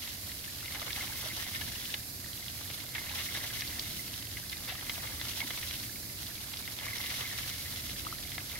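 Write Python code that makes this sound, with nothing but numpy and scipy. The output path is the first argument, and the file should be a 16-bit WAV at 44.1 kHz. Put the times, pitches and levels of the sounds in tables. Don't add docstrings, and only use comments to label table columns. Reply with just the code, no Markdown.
import sys
import numpy as np
from scipy import signal
from scipy.fft import rfft, irfft
from scipy.io import wavfile
from scipy.ndimage import map_coordinates

SR = 44100
rng = np.random.default_rng(int(sys.argv[2]) if len(sys.argv) > 2 else 0)


def inscribe(sig):
    pcm = np.round(np.clip(np.atleast_2d(sig).T, -1, 1) * 32767)
    wavfile.write(sys.argv[1], SR, pcm.astype(np.int16))


N = 378819
TIME = np.arange(N) / SR

# (frequency [Hz], level [dB])
BOILER_COLOUR = [(20, -19), (36, -10), (75, 1), (118, 0.5), (150, -8), (290, -9), (430, -20), (720, -19.5),
                 (1000, -53.5), (2000, -42.5)]
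# (time [s], level [dB])
BOILER_LEVEL = [(0.0, -46.5), (1.53, -45), (1.71, -41.5), (1.8, -47), (3.2, -45), (3.9, -43.5),
                (4.55, -46.5), (5.15, -44), (5.85, -44.5), (6.3, -46), (7.55, -45), (7.92, -42.5),
                (8.35, -43.5), (8.59, -45.5)]
# (frequency [Hz], left level [dB], right level [dB])
HISS_COLOUR = [(1100, -91.0, -91.5), (2100, -87.8, -86.8), (3050, -91.0, -93.0), (4100, -85.5, -80.2),
               (4750, -81.2, -81.6), (6000, -87.3, -84.5), (7400, -86.9, -86.6), (8500, -90.1, -87.4),
               (9600, -89.3, -82.0), (10500, -87.4, -84.3), (11600, -90.5, -77.2), (12500, -87.1, -79.9),
               (14200, -92.2, -87.4), (15300, -91.3, -84.1)]
# (frequency [Hz], left level [dB], right level [dB])
FIZZ_COLOUR = [(5840, -1.5, 2.5), (7900, 0, -16), (9300, 1.5, -0.5), (12500, -6.5, 1), (15500, 0, 2)]
# (frequency [Hz], left level [dB], right level [dB])
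PATTER_COLOUR = [(1500, 8, 13), (2250, -2, 3), (2370, 7.5, 4), (2900, 14, 4), (3310, 8.5, 13.5),
                 (4000, 7, 12.5), (5100, 6.5, 2), (5450, 9.5, 6.5), (6600, -3, 5), (7300, -13, -3),
                 (9500, -1.5, -1), (11800, 0, 4), (15900, -13.5, -13)]
# (pitch [Hz], width [Hz], left level [dB], right level [dB])
OUTLET_RINGS = [(1674, 50, 15, -19), (2097, 210, 15.5, 15)]
# (time [s], level [dB], pitch [Hz])
FAT_DROPS = [(0.103, -45, 4200), (0.796, -42, 4070), (0.929, -36, 4370), (1.854, -41, 3280),
             (1.903, -42, 3630), (2.331, -44, 3880), (2.375, -47, 3300), (2.481, -40.5, 3140),
             (3.607, -36.5, 5000), (3.676, -40, 4300), (3.7943, -33, 4530), (3.907, -44, 4050),
             (4.138, -41.5, 4000), (4.496, -42, 4550), (5.799, -43, 4650), (6.229, -44, 3760),
             (6.266, -45, 3900), (6.353, -47, 4200), (6.570, -40.5, 4500), (6.982, -40.5, 5000),
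             (7.759, -44, 3400)]
# (time [s], level [dB], pitch [Hz])
BIG_BUBBLES = [(0.627, -29, 1360), (0.817, -22, 1210), (0.819, -37, 634), (1.098, -32, 850),
               (1.257, -34, 603), (1.328, -38, 310), (3.106, -33, 800), (3.37, -35, 316),
               (4.721, -28.5, 705), (4.981, -35, 650), (5.271, -34, 244), (5.409, -31.5, 636),
               (5.427, -28, 880), (5.445, -32.5, 292), (6.866, -29, 1130), (8.067, -18, 1200),
               (8.126, -23.5, 1250)]
# (time [s], level [dB], pitch [Hz])
AIR_GULPS = [(0.477, -33.5, 1750), (0.679, -28, 2080), (0.720, -32, 2190), (0.880, -32, 2130),
             (0.984, -27.5, 1790), (1.008, -30, 2110), (1.257, -31, 2080), (1.558, -31, 1810),
             (1.614, -27, 1710), (2.424, -36, 2080), (3.288, -32, 2140), (3.992, -29, 2060),
             (5.414, -29.5, 2160), (6.931, -29.5, 2070), (7.003, -31.5, 2060), (7.430, -22, 2050),
             (7.995, -34, 2110)]
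# (time [s], fade time [s], spray [dB], gurgle [dB], slosh [dB])
LOUD_SPURTS = [(0.074, 0.0026, -43, -45, -52), (0.316, 0.0017, -45, -48, -67),
               (0.6574, .0013, -41, -53, -57), (0.746, 0.0091, -40, -41, -43.5),
               (0.9045, 0.0015, -41, -38, -62), (0.959, .003, -38, -49, -62),
               (1.025, 0.0018, -47, -42, -70), (1.465, 0.0018, -44, -46, -55),
               (1.547, 0.0027, -37.5, -39.5, -56), (1.611, 0.0029, -37, -42, -46.5),
               (1.940, 0.0019, -31.5, -37.5, -45), (2.259, .002, -45, -64, -53),
               (2.7, 0.0021, -41, -48, -49), (2.801, 0.0016, -42, -48, -65),
               (2.948, 0.0079, -37.5, -34, -47), (2.98, 0.0014, -52, -35, -58),
               (3.178, 0.019, -33, -38, -49), (3.347, 0.0045, -40, -43, -45.5),
               (3.371, 0.0015, -39, -50, -41.5), (3.620, 0.0014, -43, -37.5, -52),
               (4.369, 0.0033, -48, -39, -68), (4.526, 0.0029, -42, -39, -66),
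               (4.677, 0.016, -35, -46, -44), (4.690, 0.016, -36, -38, -46), (4.721, 0.0039, -43, -52, -56),
               (4.8956, 0.00091, -32.5, -35, -44), (5.070, 0.0026, -44, -45, -58),
               (5.213, 0.00081, -36, -43, -45), (5.403, .0016, -35.5, -39, -48),
               (5.504, 0.0027, -40, -38, -44.5), (5.574, .0015, -39, -48, -50),
               (5.624, 0.0077, -43, -39, -62), (5.709, 0.0011, -38.5, -42, -51),
               (6.534, 0.0034, -38.5, -47, -51), (6.676, 0.0015, -47, -39.5, -53),
               (6.787, 0.0017, -38.5, -53, -51), (7.038, 0.0057, -37, -56, -47),
               (7.1127, 0.0017, -43, -49, -46), (7.208, 0.0027, -37, -44, -44.5),
               (7.385, .003, -45, -39, -51), (7.892, 0.0032, -42, -44, -56),
               (8.0488, 0.0016, -44, -55, -54), (8.317, .003, -40, -45.5, -56),
               (8.380, 0.0013, -42, -37.5, -44)]
# (start [s], time until the flow sags [s], length [s],
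# change in the trickle afterwards [dB], mist length [s], spray [dB], gurgle [dB], slosh [dB])
PUMP_STROKES = [(0.0, 0.083, 0.065, -4, 0.01, -40.5, -49, -62.5),
                (0.685, 0.85, 1.267, -30.5, 1.05, -44.5, -47, -51.5),
                (2.915, 0.55, 1.25, -1.5, 0.97, -44, -43, -54),
                (4.665, 0.7, 1.18, -17, 1.2, -45.5, -48.5, -53),
                (6.78, 0.45, 1.25, 1, 0.92, -42.5, -42, -51), (8.526, 0.5, 1.3, -5, 1.0, -38, -42.5, -48)]
# (delay [s], level [dB])
NEAR_ECHOES = [(.0052, -37), (.0083, -19)]
# (rise time [s], sag [dB/s], trickle [dB])
STROKE_ANSWERS = [(0.33, 11, -49.5), (0.017, 16, -55), (0.036, 30, -60)]


def from_db(db):
    return 10 ** (np.asarray(db) / 20)


def unit_power(x):
    return x / np.sqrt(np.mean(x ** 2) + 1e-20)


def drift(rate_hz):
    r = np.exp(-40 * np.pi * rate_hz / SR)
    noise = rng.standard_normal(N // 20 + 2002)
    slow = signal.lfilter([1], [1, -2 * r, r * r], noise)[2000:]
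    return np.interp(np.arange(N) / 20, np.arange(len(slow)), np.clip(unit_power(slow), -2.5, 2.5))


def coloured(x, hz, db, size=4096):
    grid = np.maximum(np.fft.rfftfreq(size, 1 / SR), 1)
    gains = from_db(np.interp(np.log(grid), np.log(hz), db))
    cepstrum = irfft(np.log(gains))
    cepstrum[1:size // 2] *= 2
    cepstrum[size // 2 + 1:] = 0
    taps = irfft(np.exp(rfft(cepstrum))).reshape((1,) * (x.ndim - 1) + (-1,))
    return signal.fftconvolve(x, taps, axes=-1)[..., :x.shape[-1]]


def per_ear(pair, table):
    hz, *ears = np.transpose(table)
    return np.array([coloured(x, hz, db) for x, db in zip(pair, ears)])


def band(x, edges_hz, kind, order=2):
    return signal.sosfilt(signal.butter(order, edges_hz, kind, fs=SR, output="sos"), x + 1e-18)


def resonance(x, hz, width_hz):
    r = np.exp(-np.pi * width_hz / SR)
    feedback = [1, -2 * r * np.cos(2 * np.pi * hz / SR), r * r]
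    return signal.lfilter(np.array([1, 0, -1]) * (1 - r * r) / 2, feedback, x + 1e-18)


def spread(three, alike, left_late_s=0):
    shared = np.array([np.roll(three[0], round(left_late_s * SR), axis=-1), three[0]])
    return np.sqrt(alike) * shared + np.sqrt(1 - alike) * three[1:]


def add(out, time_s, sound):
    at = int(np.clip(round(time_s * SR), 0, N - 1))
    out[..., at:at + sound.shape[-1]] += sound[..., :N - at]


def by_chance(top_db, low_hz, high_hz, range_db, count):
    when, weakness, pitch = rng.random((count, 3)).T
    times = when * TIME[-1]
    levels = np.interp(times, TIME, top_db) - range_db * weakness
    return np.column_stack([times, levels, low_hz * (high_hz / low_hz) ** pitch])


def boiler():
    noise = spread(rng.standard_normal((3, N)), alike=0.89)
    roar = coloured(noise, *np.transpose(BOILER_COLOUR))
    level_db = np.interp(TIME, *np.transpose(BOILER_LEVEL))
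    return unit_power(roar) * from_db(-48.5 + level_db - np.mean(level_db))


def steam():
    noise = spread(rng.standard_normal((3, N)), alike=0.13, left_late_s=0.00043)
    return unit_power(per_ear(noise, HISS_COLOUR)) * from_db(-42.0 + 0.9 * drift(42))


def drops(level_db, per_s, size_db, clump_db, clump_hz, alike):
    flow = from_db(1.5 * (level_db - np.mean(level_db)))
    lands = rng.random((3, N)) < per_s * flow / SR
    sizes = from_db(size_db * np.minimum(rng.exponential(1, (3, N)), 3))
    signs = rng.choice([-1, 1], (3, N))
    hits = spread(lands * sizes * signs, alike, left_late_s=-3 / SR)
    return hits * from_db(clump_db * drift(clump_hz)) / np.sqrt(flow)


def mist(delay_s=0.17, rise_s=0.047, fall_s=0.2, sag_db_per_s=2.0):
    level = np.zeros(N)
    for start, _, _, _, lasts_s, *_ in PUMP_STROKES:
        age = TIME - start - delay_s
        fade_in = np.clip(age / rise_s, 0, 1)
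        fade_out = np.clip(1 - (age - lasts_s) / fall_s, 0, 1)
        level += fade_in * fade_out * from_db(-sag_db_per_s * np.maximum(age, 0))
    droplets = drops(np.zeros(N), per_s=10000, size_db=3.0, clump_db=2.5, clump_hz=13, alike=0.21)
    fizz = band(per_ear(droplets, FIZZ_COLOUR), 3600, "high")
    return unit_power(fizz) * level * from_db(-44.5)


def bubbles(rows, cycles, rise, ears_db, onset_cycles):
    out = np.zeros((2, N))
    for time_s, db, hz in rows:
        t = np.arange(int(cycles / hz * SR) + 2) / SR
        age = hz * t / cycles
        shape = from_db(-60 * age) * (1 - np.exp(-hz * t / onset_cycles))
        tone = np.sin(2 * np.pi * hz * t * (1 + rise * age)) * shape
        for ear, (lag, boost) in zip(out, rng.normal(0, 1, (2, 2))):
            add(ear, time_s + .0001 * lag, tone * from_db(db + ears_db * boost))
    return out


def drips():
    rows = by_chance(np.full(N, -36.5), low_hz=1510, high_hz=2300, range_db=8.0, count=85)
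    return bubbles(rows, cycles=35, rise=0.05, ears_db=4.0, onset_cycles=1.4)


def puddle_bubbles(gurgle_db, slosh_db):
    plops = from_db(-2.0) * bubbles(BIG_BUBBLES, cycles=19, rise=0.081, ears_db=2.5, onset_cycles=1.45)
    burble = by_chance(0.87 * slosh_db - 2.5, low_hz=660, high_hz=1990, range_db=6.0, count=420)
    plinks = by_chance(0.5 * gurgle_db - 12.5, low_hz=1610, high_hz=3880, range_db=4.0, count=260)
    return (plops + bubbles(burble, cycles=34, rise=0.054, ears_db=5.5, onset_cycles=2.3)
            + bubbles(plinks, cycles=39.5, rise=0.018, ears_db=1.0, onset_cycles=1))


def gulps(gurgle_db):
    small = by_chance(gurgle_db + 2.0, low_hz=2034, high_hz=2166, range_db=13.0, count=520)
    return (bubbles(AIR_GULPS, cycles=60, rise=0.018, ears_db=-7.0, onset_cycles=5.3)
            + bubbles(small, cycles=105, rise=0.015, ears_db=1.0, onset_cycles=3.5))


def in_puddle(hits):
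    return band(hits, [450, 1600], "band")


def in_outlet(hits):
    rings = 0
    for k, (hz, width_hz, *ears_db) in enumerate(OUTLET_RINGS):
        ring = np.array([from_db(db) * resonance(x, hz, width_hz) for x, db in zip(hits, ears_db)])
        rings += (-1) ** k * ring
    return rings


def on_grass(hits):
    return band(per_ear(hits, PATTER_COLOUR), 2560, "high")


def spurts(rows, attack_share, width_hz, size=2048):
    t, out = np.arange(size) / SR, np.zeros((2, N))
    fade_s = np.array(rows)[:, 1:2]
    patter = from_db(-21) * np.exp(-t / .012)
    shapes = (1 - np.exp(-t / (attack_share * fade_s))) * (np.exp(-t / fade_s) + patter)
    noise = rng.standard_normal((len(rows), 3, size)).swapaxes(0, 1)
    bursts = spread(noise, alike=0.59) * shapes
    slosh, gurgle, spray = in_puddle(bursts), in_outlet(bursts), on_grass(bursts)
    scale = np.sqrt(SR / 100 / size)
    for k, (time_s, _, spray_db, gurgle_db, slosh_db, hz) in enumerate(rows):
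        parts = slosh[:, k], gurgle[:, k], resonance(spray[:, k], hz, width_hz)
        for part, db in zip(parts, (slosh_db, gurgle_db, spray_db)):
            add(out, time_s, unit_power(part) * from_db(db) * scale)
    return out


def splats(fade_s=0.0016, gurgle_db=-17, slosh_db=-22):
    rows = [(time_s, fade_s, db, db + gurgle_db, db + slosh_db, hz) for time_s, db, hz in FAT_DROPS]
    return spurts(rows, attack_share=0.6, width_hz=1200)


def spatter(spray_db, fade_s=0.0013, slosh_db=-15):
    top_db = np.minimum(spray_db + 5.0, -43.2)
    spits = by_chance(top_db, low_hz=2380, high_hz=5160, range_db=15.0, count=130)
    rings_db = -12 + 6.6 * rng.random(len(spits))
    rows = [(time_s, fade_s, db, db + ring_db, db + slosh_db, hz)
            for (time_s, db, hz), ring_db in zip(spits, rings_db)]
    return spurts(rows, attack_share=1.0, width_hz=820)


def trapped_air(pitch_hz=3150, hz_per_db=41):
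    rows = [(time_s, fade_s, spray_db, gurgle_db, slosh_db, pitch_hz + hz_per_db * (spray_db - gurgle_db))
            for time_s, fade_s, spray_db, gurgle_db, slosh_db in LOUD_SPURTS]
    smacks = spurts(rows, attack_share=0.85, width_hz=3600)
    return from_db(-1.0) * band(smacks, 5100, "low", order=3)


def wandering(pair, share, rate_hz):
    position = np.arange(N) + np.cumsum(share * drift(rate_hz))
    return np.array([map_coordinates(x, [position], order=1, mode="mirror") for x in pair])


def pump_flow_db(strengths_db, rise_s, sag_db_per_s, trickle_db, shut_s=0.12, refill_s=0.45):
    power, dip_db = np.zeros(N), np.zeros(N)
    for (start, hold_s, length_s, change_db, *_), db in zip(PUMP_STROKES, strengths_db):
        age = TIME - start
        past_end = age - length_s
        shut = np.clip(past_end / shut_s, 0, 1)
        push = (1 - shut) * from_db(db - sag_db_per_s * np.maximum(age - hold_s, 0))
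        power += np.clip(age / rise_s, 0, 1) * push ** 2
        dip_db += change_db * shut * np.clip(1 - past_end / refill_s, 0, 1)
    return 10 * np.log10(power + from_db(trickle_db + dip_db) ** 2)


def gush(spray_db, gurgle_db, slosh_db):
    spray = on_grass(drops(spray_db, per_s=750, size_db=3.0, clump_db=3.0, clump_hz=22, alike=0.35))
    gurgle = in_outlet(drops(gurgle_db, per_s=800, size_db=-1.0, clump_db=4.0, clump_hz=48, alike=1.0))
    gurgle = wandering(unit_power(gurgle), share=.025, rate_hz=14)
    slosh = in_puddle(drops(slosh_db, per_s=600, size_db=11.0, clump_db=4.5, clump_hz=28, alike=0.16))
    return (unit_power(spray) * from_db(spray_db + 1.0) + gurgle * from_db(gurgle_db - 5.0)
            + unit_power(slosh) * from_db(slosh_db - 2.5))


def reflected(pair):
    return pair + sum(from_db(db) * np.pad(pair, ((0, 0), (round(delay_s * SR), 0)))[:, :N]
                      for delay_s, db in NEAR_ECHOES)


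def scene():
    strengths_db = np.transpose(PUMP_STROKES)[-3:]
    spray_db, gurgle_db, slosh_db = [pump_flow_db(db, *answer)
                                     for db, answer in zip(strengths_db, STROKE_ANSWERS)]
    lumps_db = 1.2 * drift(9)
    stream = gush(spray_db + 0.63 * lumps_db, gurgle_db + 0.37 * lumps_db, slosh_db + 1.3 * lumps_db)
    water = stream + spatter(spray_db) + splats() + drips()
    air = trapped_air() + gulps(gurgle_db) + puddle_bubbles(gurgle_db, slosh_db)
    return reflected(water + mist() + air + steam()) + boiler()


def record(dry):
    return signal.sosfiltfilt(signal.ellip(12, .05, 70, 15750, fs=SR, output="sos"), dry)


dry = scene()
out = record(dry)
inscribe(out)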